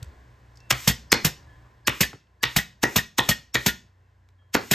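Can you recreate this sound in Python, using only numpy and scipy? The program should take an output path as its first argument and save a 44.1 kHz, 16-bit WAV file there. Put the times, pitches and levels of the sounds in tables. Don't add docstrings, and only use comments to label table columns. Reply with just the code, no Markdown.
import sys
import numpy as np
from scipy import signal
from scipy.fft import rfft, irfft, next_fast_len
from scipy.io import wavfile
from scipy.ndimage import uniform_filter1d, map_coordinates

SR = 44100
rng = np.random.default_rng(int(sys.argv[2]) if len(sys.argv) > 2 else 0)


def wav_record(signal):
    frames = np.transpose(np.atleast_2d(signal))
    bounded = np.clip(frames, -1, 1)
    quanta = np.round(bounded * 32767).astype(np.int16)
    wavfile.write(sys.argv[1], SR, quanta)


def invert_db(level):
    return 10 ** (np.asarray(level, dtype=float) / 20)


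N = 209014
SPAN = SR * 3 // 5


def unit(x):
    return x / np.sqrt(np.mean(x ** 2) + 1e-20)


def along(points, hz):
    f, v = np.transpose(points)
    return np.interp(np.log(hz + 1), np.log(f + 1), v)


def filtered(x, response):
    n = x.shape[-1]
    m = next_fast_len(n + 8192)
    return irfft(rfft(x, m) * response(np.fft.rfftfreq(m, 1 / SR)), m)[..., :n]


def hiss(spectrum, size):
    return unit(filtered(rng.standard_normal(size), lambda hz: invert_db(along(spectrum, hz))))


def modes(table):
    def response(f):
        total = 0
        for k, (centre, width, db) in enumerate(table):
            damping = 1j * f * width
            total = total + (-1) ** k * invert_db(db) * damping / (centre ** 2 - f ** 2 + damping)
        return total
    return response


def fade(t, attack, t60):
    u = np.maximum(t, 0)
    return (1 - np.exp(-u / attack)) * invert_db(-60 * u / t60)


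def wobble(rate):
    knots = rng.standard_normal(int(N * rate / SR) + 4)
    return map_coordinates(knots, [np.arange(N) * rate / SR])


def sag(t, db):
    return invert_db(db) * fade(t, 0.0062, 0.19) * np.sin(2 * np.pi * 62 * t)


# band_hz, t60_s, level_db
WALL_DECAY = [(60, 0.3, -7.5), (200, 0.38, -5), (594, 0.23, -2), (2000, 0.28, -3.5), (5270, 0.32, -3.5),
              (13600, 0.23, -11.5)]
# delay_s, mirrored_bass_db, scattered_treble_db
NEAR_WALLS = [
    (0.0196, -11, -10.5),
    (0.039, -28, -29),
]


def add(track, start, sound, wet_db):
    hz, t, z = signal.stft(rng.standard_normal((2, SPAN)), SR, nperseg=256)
    t60, db = (along([(row[0], row[k]) for row in WALL_DECAY], hz)[:, None] for k in (1, 2))
    tail = signal.istft(z * invert_db(db) * fade(t - .006, 0.0009, t60), SR, nperseg=256)[1][:, :SPAN]
    room = invert_db(wet_db) * tail / np.linalg.norm(tail[0])
    t = np.arange(SPAN) / SR
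    for lag, bass_db, treble_db in NEAR_WALLS:
        mirror = fade(t - lag, .0001, .002)
        scatter = fade(t - lag + .006, 0.0047, 0.013) * rng.standard_normal((2, SPAN))
        room += invert_db(bass_db) * mirror / mirror.sum()
        room += invert_db(treble_db) * scatter / np.linalg.norm(scatter[0])
    room[:, 0] = 1
    wet = signal.fftconvolve(sound[None], room, axes=1)[:, :SPAN]
    track[:, round(start * SR):][:, :SPAN] += wet


# bottoming_out_s, shear_earlier_by_s, rebound_later_by_s
STROKES = [
    (.7108, .004, .005),
    (1.1273, .0027, .0024),
    (1.8805, .0049, .0034),
    (2.439, .0048, .0035),
    (2.8378, .0043, .0043),
    (3.1897, .0035, .0041),
    (3.5542, .0044, .0043),
    (4.5515, .0041, .0033),
]
# peak_db, panel_response_db, tool_ring_db, stiffness_pitch_ratio
SPOTS = [
    (-4.5, -1.4, -5.7, 1.2),
    (-2.5, 5, 0, 1.9),
    (-1, -2.5, -6, 1.3),
    (-2, -2.5, -1.5, 1.54),
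    (-2, 1.5, 1.1, 0.929),
    (-5.5, 4, 7.5, 0.96),
    (-3.5, -0.1, 3.3, 1.01),
    (-0.5, 0.66, -2.5, 0.92),
]
# level_db, brightness_db, wood_db, tool_ring_db, pitch_ratio
ON_EDGE = [
    (-7.5, -1, -12, -17, 0.71),
    (3.5, -7, -9.5, -17.5, 0.83),
    (-1, 1, -14, -10.5, 1.7),
]
# level_db, brightness_db, wood_db, tool_ring_db, pitch_ratio
ON_FACE = [
    (-8.5, -11, -3.5, -7, .9),
    (1.2, 1.5, -5, -13, 1.1),
    (-6.5, -8.5, -5.5, 0.5, .95),
]
# centre_hz, width_hz, level_db
SNAP = [(1100, 1200, 8), (2050, 1300, 11), (3000, 1900, 1.5)]
# centre_hz, width_hz, level_db
GLINT = [(4860, 1800, -5.5), (7000, 1500, -9.5), (13000, 12000, -25)]
# centre_hz, width_hz, level_db
WOOD = [(235, 600, 5), (394, 260, 11), (605, 230, -2.5), (900, 260, 9)]
# centre_hz, width_hz, level_db
HOUSING = [(1867, 99, 5), (1699, 30, -11), (1915, 17, -2.5), (1430, 29, -7.5), (2480, 75, -13),
           (3550, 480, -9)]


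def driver(track):
    t = np.arange(SPAN // 6) / SR
    turn_s = 1.5
    for (bottom, lead, lag), (peak_db, panel_db, tool_db, stiff) in zip(STROKES, SPOTS):
        stages = ON_EDGE if bottom < turn_s else ON_FACE
        times = (bottom - lead, bottom, bottom + lag)
        for s, (db, bright_db, wood_db, ring_db, pitch) in zip(times, stages):
            push = invert_db(-60 * t / .006) * rng.standard_normal(len(t)) * .25 - (t == 0)
            steel = filtered(push, lambda f: modes(SNAP)(f / (stiff * pitch)))
            steel = steel + invert_db(bright_db) * filtered(push, modes(GLINT))
            body = invert_db(wood_db + panel_db + 8.0) * filtered(push, modes(WOOD))
            body = body + invert_db(ring_db + tool_db + 13.0) * filtered(push, modes(HOUSING))
            add(track, s, invert_db(peak_db + db) * (steel + body) / np.abs(steel).max(), wet_db=-8.0)


# full_flow_s, hiss_db, opening_s, held_leak_db, board_db
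PULLS = [
    (0.7074, -13, 0.011, -40, -17.5),
    (1.120, -10.5, 0.0063, -50, -20),
    (1.874, -15.5, 0.0099, -45.5, -18),
    (2.432, -19.5, 0.011, -47.5, -23),
    (2.833, -19.5, 0.022, -43.5, -23),
    (3.184, -16.5, 0.013, -43.5, -23),
    (3.546, -19.5, .011, -44, -20.5),
    (4.545, -19.5, 0.04, -48, -24.5),
]
# freq_hz, level_db_per_hz
VALVE = [(300, -40.5), (1000, -4), (2500, 1), (4500, -2.5), (6800, 1), (9000, -4.5), (13000, -5.5),
         (16000, -16.5)]


def pulls(track):
    t = np.arange(SPAN // 2) / SR - .04
    for (s, db, opening, leak_db, board_db), release in zip(PULLS, RELEASES):
        swell_db = np.where(t < 0, 45 * t / min(opening, .018), -60 * t / .05)
        rush = invert_db(db + swell_db) * (1 - fade(t - .009, .0015, 99))
        held = t < release[0] - s
        leak = invert_db(leak_db - 4.5 + 25.5 * t) * fade(t, .015, 99) * held
        boom = invert_db(board_db) * fade(t - .006, .012, .16) * np.sin(2 * np.pi * 125 * (t - .006))
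        recoil = sag(t - 0.021, board_db - 11.5)
        add(track, s - .04, (rush + leak) * hiss(VALVE, len(t)) + boom + recoil, wet_db=-35.5)


# start_s, puff_db, housing_ring_db, thump_hz, table_sag_db
RELEASES = [
    (0.8746, -16, -27.5, 195, -17.5),
    (1.246, -18, -34, 202.2, -22.5),
    (2.006, -17.5, -22.5, 229.6, -29.5),
    (2.562, -18.5, -24.5, 246.4, -28),
    (2.959, -17, -24.5, 236, -28),
    (3.288, -18, -24, 224, -26.5),
    (3.661, -18, -25.5, 233, -28.5),
    (4.7109, -18, -19, 237, -31),
]
# freq_hz, level_db_per_hz
EXHAUST = [(150, 0.5), (500, -4), (1200, -7), (2500, -1.5), (4000, -3.5), (7000, -4), (9500, -8),
           (13500, -5), (16000, -21.5)]


def releases(track):
    t = np.arange(SPAN // 2) / SR
    for s, db, ring_db, thump_hz, sag_db in RELEASES:
        creep = invert_db(db - 15.0 - 60 * t[:600][::-1] / 0.02) * hiss(EXHAUST, 600)
        track[:, round(s * SR) - 600:][:, :600] += creep
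        tick = filtered(invert_db(-60 * t / .006) * rng.standard_normal(len(t)), modes(SNAP))
        puff = invert_db(db + 7.0) * fade(t - .0008, 0.0012, 0.091) * hiss(EXHAUST, len(t))
        puff = puff + invert_db(db + 5.5) * tick
        turns = thump_hz * (t - 13 * t ** 2) - .44
        thump = invert_db(db + 2.5) * np.exp(-((t - .0095) / 0.0052) ** 2) * np.cos(2 * np.pi * turns)
        rattle = fade(t - .022, 0.0028, 0.061) * rng.standard_normal(len(t))
        ring = filtered(rattle, modes(HOUSING))
        ring = invert_db(ring_db + 10.0) * ring / np.abs(ring).max()
        add(track, s, puff + thump + sag(t - .008, sag_db) + ring, wet_db=-14)


# start_s, level_db, pitch_hz, length_s
FAINT_TONES = [(.693, -51, 7200, 0.009), (1.098, -45, 4970, .02), (1.102, -48.5, 5700, 0.02),
               (1.1, -55, 1750, .018), (1.85, -56.5, 4395, .018), (1.848, -55.5, 5000, 0.03),
               (1.848, -52, 1657, 0.025), (2.408, -62, 4674, .02), (2.407, -54, 1700, .02),
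               (3.528, -52, 5500, 0.022)]


def faint_tones(track):
    t = np.arange(SPAN // 2) / SR
    for s, db, hz, length in FAINT_TONES:
        tone = fade(t, .003, 99) * (t < length) * np.sin(2 * np.pi * hz * t)
        track[:, round(s * SR):][:, :len(t)] += invert_db(db) * tone


# start_s, peak_db, centre_hz, width_hz, t60_s
TICKS = [(.027, -36.5, 4080, 1470, 0.017), (0.029, -31.5, 7250, 5300, 0.0086),
         (0.026, -42.5, 2100, 1180, 0.028), (.025, -51.5, 1430, 50, .012), (.556, -51.5, 5560, 2540, 0.044),
         (.572, -44.5, 5160, 3000, 0.023), (.603, -46.5, 5300, 3000, 0.018), (1.645, -52.5, 900, 900, 0.25),
         (2.131, -33.5, 1070, 1100, 0.014), (2.137, -37, 330, 200, 0.016), (2.27, -60.5, 3000, 2000, .02),
         (4.288, -51.5, 2580, 4000, 0.012), (4.421, -60.5, 1140, 509, 0.015)]


def ticks(track):
    t = np.arange(SPAN // 2) / SR
    for s, db, hz, width, t60 in TICKS:
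        knock = fade(t, 0.0003, t60) * rng.standard_normal(len(t))
        tick = filtered(knock, lambda f: modes([(hz, width, 0)])(f) ** 2)
        add(track, s, invert_db(db) * tick / np.abs(tick).max(), wet_db=-14.5)


# centre_s, level_db, pitch_hz, half_length_s
BUMPS = [
    (0.0303, -27.5, 104, 0.0068),
    (0.082, -36.5, 69, 0.018),
    (1.462, -43, 69.3, 0.032),
    (2.148, -39, 122.6, 0.0097),
]


def bumps():
    t = np.arange(N) / SR
    total = np.zeros(N)
    for s, db, hz, half in BUMPS:
        total -= invert_db(db) * np.exp(-((t - s) / half) ** 2) * np.cos(2 * np.pi * hz * (t - s))
    return total


# start_s, level_db, pitch_hz, t60_s
PINGS = [
    (.595, -60, 2686, 1.2),
    (1.467, -58, 1717, .9),
    (1.49, -68, 3235, .4),
    (2.17, -69, 2686, .5),
    (3.42, -73, 2686, .6),
    (4.03, -77, 2686, .5),
    (4.385, -68, 3235, .45),
    (4.385, -69, 1717, .7),
]


def pings(track):
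    t = np.arange(SPAN // 2) / SR
    for s, db, hz, t60 in PINGS:
        envelope = fade(t, 0.0056, t60) * fade(t[::-1], .04, 99)
        add(track, s, invert_db(db) * envelope * np.sin(2 * np.pi * hz * t), wet_db=-12.5)


# pitch_hz, level_db
MOTOR_LINES = [(61, 5), (118.4, 3.5), (1023, -13.5)]
# freq_hz, level_db_per_hz
RUMBLE = [(15, -33.5), (25, -10.5), (65, 0.5), (91, -7), (123, -2), (151, -23), (200, -36), (260, -54),
          (440, -120)]
# freq_hz, level_db_per_hz
AIR = [(88, -39), (150, -4), (759, -10), (905, -11.5), (1040, -8), (1240, -17), (1720, -10), (2450, -20),
       (7470, -30), (13000, -38), (16000, -46)]
# time_s, level_db
COMPRESSOR = [(0, -67), (3.3, -66), (4.2, -61.5), (4.74, -57.5)]
# time_s, gain_db
GAIN = [(0, -1), (.57, -1.5), (1.49, -1), (1.75, -3), (2.2, -11.5), (2.63, -7), (3.31, -10), (3.91, -10),
        (4.74, -11.5)]


def shop():
    t = np.arange(N) / SR
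    gain_db = np.interp(t, *np.transpose(GAIN))
    air = invert_db(-56.5 + gain_db + 1.2 * wobble(2.7)) * hiss(AIR, (2, N))
    rumble_db = -52.5 + 1.4 * gain_db + 12.5 * np.exp(-t / .1)
    rumble = invert_db(rumble_db + 2.3 * wobble(9)) * hiss(RUMBLE, (2, N))
    motors = np.zeros(N)
    for hz, db in MOTOR_LINES:
        motors += invert_db(db + 3.2 * wobble(16)) * np.sin(2 * np.pi * hz * t + .6 * wobble(9))
    motors *= invert_db(-57.5 + 1.2 * gain_db)
    compressor_db = np.interp(t, *np.transpose(COMPRESSOR)) + 3 + 2.5 * wobble(5)
    compressor = invert_db(compressor_db) * np.sin(2 * np.pi * 92 * t + .6 * wobble(4))
    return air + rumble + motors + compressor


def scene():
    track = np.zeros((2, N + SPAN))
    for source in (driver, pulls, releases, faint_tones, ticks, pings):
        source(track)
    return track[:, :N] + bumps() + shop()


def without(x, bands, attack):
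    hz, t, z = signal.stft(x, SR, nperseg=512)
    at = np.minimum(t * SR, N - 1).astype(int)

    def edge():
        return 260 * np.round(wobble(9)[at // 1024 * 1024])

    weak = np.zeros(z.shape, bool)
    for low, high in bands:
        weak |= (hz[:, None] > low + edge()) & (hz[:, None] < high + edge())
    return signal.istft(z * (1 - weak * ~attack[at]), SR, nperseg=512)[1][:N]


def top_cut(x):
    return signal.sosfilt(signal.butter(12, 16800, fs=SR, output="sos"), x)


# freq_hz, side_db
PORT_LAG = [(100, -32.5), (400, -32), (1300, -7.5), (2400, -15.5), (3500, -14), (4500, -31.5), (5600, -6),
            (6800, -24.5), (7700, -5.5), (11000, 3), (12900, -20), (14000, 1), (16000, 10.5)]
# freq_hz, side_db
PORT_SPREAD = [(100, -23), (400, -9), (1400, 0), (3000, -22), (4500, -36.5), (15000, -18.5)]
# from_hz, to_hz
WEAK_MID = [(9150, 10850), (15000, 22050)]
# from_hz, to_hz
WEAK_SIDE = [(3700, 5200), (6500, 7500), (12000, 13600)]


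def record(dry):
    both, apart = dry.mean(0), (dry[0] - dry[1]) / 2
    mid = filtered(both, lambda hz: 1 - 0.78 * np.exp(-np.abs((hz - 9950) / 1400) ** 3))
    side = filtered(both, lambda hz: 1j * invert_db(along(PORT_LAG, hz)))
    side = side + filtered(apart, lambda hz: invert_db(along(PORT_SPREAD, hz)))
    attack = uniform_filter1d(np.diff(both, prepend=0) ** 2, size=600) > invert_db(-41)
    mid = without(mid, WEAK_MID, attack)
    side = without(side, WEAK_SIDE, attack)
    pair = np.array([mid + side, mid - side])
    pair = filtered(pair, lambda hz: hz ** 2 / (hz ** 2 + 24 ** 2) / (1 + (hz / 15500) ** 70))
    ceiling, knee = .97, 8
    pair = pair / (1 + np.abs(pair / ceiling) ** knee) ** (1 / knee)
    return top_cut(pair)


dry = scene()
out = record(dry)
wav_record(out)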